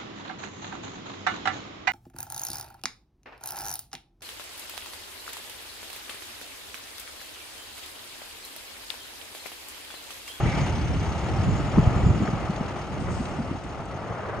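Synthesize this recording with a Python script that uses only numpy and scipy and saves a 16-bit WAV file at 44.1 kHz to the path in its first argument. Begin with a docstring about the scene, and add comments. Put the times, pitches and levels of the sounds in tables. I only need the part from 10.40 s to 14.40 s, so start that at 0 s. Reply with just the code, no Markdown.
"""A diesel clatters and rasps under gusts of wind: a tank truck pulls away over packed snow in an open
yard, revs up briefly and eases off. Its firings pulse a roar, a clatter and ringing metal over low exhaust
tones and a thin whine. The chassis knocks, air hisses out, ice cracks under the tyres, and the roar
swells as the tail turns to the listener. The wind rumbles and thumps on the microphone."""
import sys
import numpy as np
from scipy import signal
from scipy.fft import rfft, irfft
from scipy.io import wavfile

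SR = 44100
rng = np.random.default_rng(int(sys.argv[2]) if len(sys.argv) > 2 else 0)


def file_out(sig):
    """Save sig as 16-bit WAV at sys.argv[1]."""
    # one column per channel
    cols = np.atleast_2d(sig).T
    # limit, then scale
    lim = np.clip(cols, -1, 1)
    pcm = np.round(lim * 32767).astype(np.int16)
    wavfile.write(sys.argv[1], SR, pcm)


N = 176400
TIME = np.arange(N) / SR
FREQS = np.arange(N // 2 + 1) * SR / N

# The revs. Each row: time in seconds, firings per second.
FIRING_RATE = [(0, 35.5), (.32, 33.5), (.7, 32), (.9, 40), (1.27, 43.6), (1.75, 39.7), (2.2, 39.5),
               (2.42, 37), (2.7, 35.9), (4, 37.8)]
# Tone colour of the injection clatter. Each row: frequency in Hz, relative level in dB.
CLATTER_SPECTRUM = [(700, -10), (1300, -2), (1650, 3), (2250, -1.5), (2850, 1.5), (3600, -4), (4400, -7.5),
                    (6800, -12.5), (7600, -15), (9300, -16), (11300, -19.5), (12500, -36)]


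def from_db(db):
    """Decibels to gain."""
    return 10 ** (np.asarray(db) / 20)


def rms_one(x):
    """Scale to unit power."""
    return x / np.sqrt(np.mean(x ** 2) + 1e-20)


def in_time(rows):
    """A curve through (seconds, value) points, at every sample."""
    return np.interp(TIME, *np.transpose(rows))


def over_freqs(points):
    """A curve through (Hz, value) points on a log-frequency axis, at every bin."""
    hz, value = np.transpose(points)
    return np.interp(np.log(FREQS + 1), np.log(hz), value)


def drift(hz):
    """A smooth random wander with a spread of 1, moving at up to about hz."""
    step, settle = 40, 2000
    pole = np.exp(-2 * np.pi * hz * step / SR)
    noise = rng.standard_normal(N // step + settle + 2)
    slow = signal.lfilter([1], [1, -2 * pole, pole * pole], noise)[settle:]
    return np.interp(np.arange(N) / step, np.arange(len(slow)), rms_one(slow))


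def mic_ports():
    """The stereo image of the microphone's two ports, at every bin."""
    # Each row: frequency in Hz, correlation, left over right in dB, left's phase lead in radians.
    image = [(60, 0.59, -0.5, -0.34), (300, 0.83, 0, -0.11), (744, 0.88, 1.5, 0.13), (1050, 0.82, 4, 0.6),
             (1670, 0.8, .5, -0.88), (3080, 0.38, 1, 1.53), (4260, 0.18, 4.5, 0.3), (5800, 0.68, 6, 1.53),
             (7340, 0.45, 1, 0), (8660, 0.36, -0.5, 0.6), (9700, 1, 0, -2.47)]
    return [over_freqs(np.array(image)[:, [0, column]]) for column in (1, 2, 3)]


def coloured(spectrum, drive=1):
    """Stereo noise at unit power, shaped by a drive and then by a spectrum of (Hz, dB) points."""
    mid, side = rfft(rng.standard_normal((2, N)) * drive) * from_db(over_freqs(spectrum))
    correlation, _, _ = mic_ports()
    alike = np.clip(correlation, -.99, .99)
    return rms_one(irfft(np.sqrt(1 + alike) * mid + np.sqrt(1 - alike) * side * [[1], [-1]], N))


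def impacts(rows, spectrum, decay_s, attack_s=0.00071):
    """Short, heavily damped bursts of noise, one for each (seconds, relative dB) row."""
    envelope = 0
    for start, db in rows:
        age = TIME - start
        envelope += from_db(db) * np.clip(age / attack_s, 0, 1) * np.exp(-np.abs(age) / decay_s)
    return envelope * coloured(spectrum) / 2


def wind():
    """Gusts make a lumpy rumble on the microphone."""
    # Each row: time in seconds, level in dB.
    gusts = [(0, -27), (.45, -27.5), (.88, -31.5), (1.08, -23.5), (1.27, -29.5), (1.4, -24.5), (1.68, -22),
             (2.0, -35), (2.48, -37), (2.58, -28), (3.1, -38), (3.88, -44.5), (3.98, -35)]
    # Each row: frequency in Hz, relative level in dB.
    spectrum = [(24, -44), (32, -16), (42, -3), (60, 3), (110, 0.5), (220, -6), (300, -11.5), (450, -17.5),
                (900, -46), (2500, -79)]
    lumps = from_db(2 * drift(hz=21.2))
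    return from_db(in_time(gusts)) * coloured(spectrum, lumps)


def buffets():
    """Single eddies hit the microphone, each a low thump."""
    # Each row: centre in seconds, mid peak in dB, half length in seconds, upper band edge in Hz.
    eddies = [(0.035, -14.5, 0.0064, 158), (0.087, -13, 0.007, 249), (0.222, -16, 0.016, 158),
              (0.996, -15, 0.0072, 170), (1.083, -18, 0.02, 209), (1.375, -13.5, 0.008, 130),
              (1.384, -5, 0.0048, 361), (1.398, -7.5, 0.0062, 145), (1.476, -8.5, 0.0081, 142.5),
              (1.565, -13.5, 0.0082, 227), (1.639, -17, 0.0068, 105), (1.667, -9.5, 0.0052, 231),
              (1.704, -9.5, 0.011, 169), (1.825, -15.5, 0.014, 330), (1.887, -16.5, 0.0048, 420),
              (1.939, -16, 0.0041, 246), (2.101, -15.5, 0.0046, 318), (2.214, -17, 0.0038, 269),
              (2.809, -20.5, .008, 290), (2.998, -19, 0.0095, 250), (3.115, -18.5, 0.0033, 377),
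              (3.154, -23.5, 0.0032, 281.5), (3.249, -31, 0.013, 352), (3.704, -25.5, 0.011, 285)]
    evenness, side_db = 0.69, -12.5
    out = np.zeros((2, N))
    for centre, db, half_s, top_hz in eddies:
        near = np.abs(TIME - centre) < .1
        band = signal.butter(3, [0.281 * top_hz, top_hz], "band", fs=SR, output="sos")
        swirl = signal.hilbert(signal.sosfilt(band, rng.standard_normal((2, SR // 2))))
        even = swirl.real / np.abs(swirl) ** evenness  # flatten the noise so the envelope leads
        envelope = np.exp(-.5 * ((TIME[near] - centre) / half_s) ** 2)
        mid, side = signal.sosfilt(band, even)[:, -near.sum():] * envelope
        width = from_db(side_db) * side / np.abs(side).max() * [[1], [-1]]
        out[:, near] += from_db(db) * (mid / np.abs(mid).max() + width)
    return out


def ice_cracks():
    """Ice snaps under the tyres in tiny bright ticks."""
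    # Each row: start in seconds, relative level in dB.
    cracks = [(3.238, -39), (3.455, -40.5)]
    # Each row: frequency in Hz, relative level in dB.
    spectrum = [(2000, -30), (5000, -21), (7700, 2), (10000, -16), (14000, -24)]
    return impacts(cracks, spectrum, decay_s=.003)


def air_hiss():
    """A valve opens, holds and lets the hiss fade, in two overlapping puffs."""
    # Each row: start, end of hold, attack and release, all in seconds, then level in dB.
    puffs = [(2.592, 2.62, 0.00948, 0.064, -54.5), (2.7, 2.77, 0.014, 0.19, -52)]
    # Each row: frequency in Hz, relative level in dB.
    spectrum = [(2000, -22), (4500, 8), (6500, 7), (8500, 7.5), (9600, 2), (11000, -28), (15500, -5)]
    envelope = 0
    for start, end, attack, release, db in puffs:
        opening = np.clip((TIME - start) / attack, 0, 1)
        fade = np.exp(-np.maximum(TIME - end, 0) / release)
        envelope += from_db(db) * opening * fade
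    return envelope * coloured(spectrum)


def whine():
    """A thin, breathy band of rushing air, probably the turbocharger, glides and flickers."""
    # Each row: time in seconds, pitch in Hz, level in dB.
    glide = [(0.199, 6520, -55.5), (0.451, 6140, -59.5), (1.0, 6850, -59), (1.749, 6950, -57.5),
             (2.1, 6680, -66.5), (4, 6505, -72)]
    half_width_hz = 290
    times, hz, db = np.transpose(glide)
    carrier = np.exp(2j * np.pi * np.cumsum(np.interp(TIME, times, hz)) / SR)
    lowpass = signal.butter(2, half_width_hz, fs=SR, output="sos")
    flutter = signal.sosfilt(lowpass, rng.standard_normal((2, N)))
    breath = rms_one(flutter[0] * carrier.real + flutter[1] * carrier.imag)
    flicker_db = 4 * drift(hz=18)
    return from_db(np.interp(TIME, times, db) + flicker_db) * breath


def rasp():
    """A dry, grainy noise as the truck gets going."""
    # Each row: time in seconds, level in dB.
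    level = [(0, -60), (.06, -36.5), (.22, -41), (.36, -47), (1.5, -53.5), (2.7, -67)]
    # Each row: frequency in Hz, relative level in dB.
    spectrum = [(1000, -14), (1700, 9), (2250, 19), (2500, 8.5), (3200, 5.5), (3700, -10), (12000, -45)]
    grain = from_db(1.5 * drift(hz=60))
    return from_db(in_time(level)) * coloured(spectrum, grain)


def chassis_knocks():
    """Loose chassis parts clack, each in a broad band of its own."""
    # Each row: start in seconds, relative level in dB, band centre in Hz.
    knocks = [(1.383, -14, 620), (1.876, -23.5, 1490), (2.161, -31.5, 3297), (2.262, -35, 3000),
              (2.68, -31, 1410), (2.704, -23.5, 980), (2.855, -29, 2760)]
    out = 0
    for start, db, hz in knocks:
        band = [(hz / 10, -42), (hz / 2, -14), (hz, 0), (hz * 2, -14), (hz * 20, -84)]
        out += impacts([(start, db)], band, decay_s=0.0043)
    return out


def tail_swell():
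    """A rough roar from under the tail swells as it turns to the listener."""
    # Each row: time in seconds, level in dB.
    level = [(3.2, -82), (3.55, -45), (3.72, -38), (3.93, -34), (4, -35)]
    # Each row: frequency in Hz, relative level in dB.
    spectrum = [(150, -49), (400, -2.5), (620, 0), (1000, -5.5), (1250, -4.5), (1650, -9), (2200, -20),
                (4000, -36.5), (9000, -65)]
    roughness = from_db(3 * drift(hz=60))
    return from_db(in_time(level)) * coloured(spectrum, roughness)


def firing_pulses(fired, decay_s, steady, rise_s=0.0061, scatter_db=3):
    """An envelope: each firing kicks up a burst that swells and dies away over a steady floor."""
    # Each entry: one cylinder's relative strength in dB, in firing order.
    cylinders = [0.86, -0.36, 0.25, -0.47, -0.27, -0.67]
    number = fired.astype(int)
    age = (fired - number) / in_time(FIRING_RATE)
    scatter = scatter_db * np.tanh(rng.standard_normal(400))
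    strength_db = np.array(cylinders)[number % len(cylinders)] + scatter[number]
    burst = (1 - np.exp(-age / rise_s)) * np.exp(-age / decay_s)
    return steady + from_db(strength_db) * burst / burst.max()


def metal_pings(fired, decay_s=0.0089, scatter_db=14):
    """Every firing sets thin metal parts ringing, each a little late and with a new strength."""
    beats = np.flatnonzero(np.diff(np.floor(fired)))
    pole, out = np.exp(-1 / (decay_s * SR)), 0
    for hz in np.linspace(4067, 6610, 64):
        late = (rng.gamma(2, .004, len(beats)) * SR).astype(int)
        polarity = rng.choice([-1, 1], len(beats))
        strength = from_db(scatter_db * np.clip(rng.standard_normal(len(beats)), -2, 2))
        clicks = np.zeros(N)
        clicks[np.minimum(beats + late, N - 1)] = polarity * strength
        angle = 2 * np.pi * hz / SR
        resonator = [1, -2 * pole * np.cos(angle), pole * pole]
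        out += signal.lfilter([0, np.sin(angle)], resonator, clicks + 1e-18)
    return rms_one(out)


def block_ring(pulses, scatter_db=7):
    """The firings ring the block and its covers, each resonance with an ever-changing strength."""
    # Each row: frequency in Hz, width of one filter pass in Hz, relative level in dB.
    modes = [(822, 197, 6), (1247, 130, -2.5), (2160, 950, -13), (2770, 860, -8)]
    shaking, out = coloured(CLATTER_SPECTRUM, pulses), 0
    for hz, width_hz, db in modes:
        pole = np.exp(-np.pi * width_hz / SR)
        resonator = [1, -2 * pole * np.cos(2 * np.pi * hz / SR), pole * pole]
        ring = shaking * from_db(scatter_db * np.tanh(drift(hz=17)))
        for _ in range(2):
            ring = signal.lfilter([1, 0, -1], resonator, ring)
        out += from_db(db) * rms_one(ring)
    return out


def injection_clatter(fired):
    """Each injection gives a hard burst of noise, with the block's ring and metal pings on top."""
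    # Each row: time in seconds, relative level in dB.
    level = [(0.0, -47), (0.13, -45), (0.43, -48), (1.77, -50), (1.97, -52), (2.87, -53.5), (3.49, -57),
             (4.0, -58)]
    pulses = firing_pulses(fired, decay_s=0.025, steady=0.91)
    bursts = from_db(4.5) * coloured(CLATTER_SPECTRUM, pulses)
    clatter = bursts + block_ring(pulses) + from_db(-6.5) * metal_pings(fired)
    return from_db(in_time(level)) * clatter


def exhaust(fired):
    """The exhaust drones on harmonics of the crankshaft, each wavering in level and phase."""
    # Each row: time in seconds, level in dB.
    level = [(0, -35.5), (.6, -28.5), (1.0, -33.5), (1.6, -35), (2.6, -45.5), (3.3, -48.5), (4, -40)]
    # Each row: multiple of the crank rate, relative level in dB.
    orders = [(5, -4), (6, -6.5), (7, -1.5), (8, -14), (9, 0), (10, -3.5), (15, -4)]
    crank_angle = 2 * np.pi * fired / 3  # six cylinders, three firings a turn
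    tones = 0
    for order, db in orders:
        gain = from_db(db + 1.7 * drift(hz=9.2))
        phase = rng.uniform(0, 2 * np.pi) + 0.26 * drift(hz=12.5)
        tones += gain * np.sin(order * crank_angle + phase)
    return from_db(in_time(level)) * rms_one(tones)


def engine_roar(fired):
    """The engine's broad, low body of noise throbs lightly with the firings."""
    # Each row: time in seconds, relative level in dB.
    level = [(.12, -35), (.43, -37), (.69, -36), (1.24, -35.5), (1.37, -33), (1.84, -34.5), (2.6, -39),
             (2.88, -37), (3.36, -40.5), (4, -39)]
    # Each row: frequency in Hz, relative level in dB.
    spectrum = [(60, -12), (130, 4.5), (240, -1), (340, 1.5), (480, -2.5), (700, 1), (860, -2.5),
                (1030, -7), (1250, -3), (1420, -8.5), (1650, -15), (2000, -12.5), (3000, -21.5),
                (6000, -59)]
    trim_db, waver_db = 2.5, 1.18 * drift(hz=6.1)
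    pulses = firing_pulses(fired, decay_s=0.0045, steady=3.0)
    return from_db(in_time(level) + trim_db + waver_db) * coloured(spectrum, pulses)


def engine():
    """One crankshaft times the exhaust, the roar and the clatter."""
    fired = np.cumsum(in_time(FIRING_RATE)) / SR  # running count of firings
    return exhaust(fired) + engine_roar(fired) + injection_clatter(fired)


def scene():
    """The truck and the wind."""
    rattles = chassis_knocks() + ice_cracks()
    truck = engine() + rattles + tail_swell() + rasp() + air_hiss()
    return truck + wind() + buffets() + whine()


def record(dry, cutoff_hz=15700):
    """The microphone's two ports colour and delay the sound differently; the top is cut."""
    _, balance_db, lead_rad = mic_ports()
    left = from_db(balance_db / 2) * np.exp(.5j * lead_rad)
    heard = irfft(rfft(dry) * np.array([left, 1 / left]), N)
    return signal.sosfilt(signal.cheby2(12, 70, cutoff_hz, fs=SR, output="sos"), heard)


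dry = scene()
out = record(dry)
file_out(out)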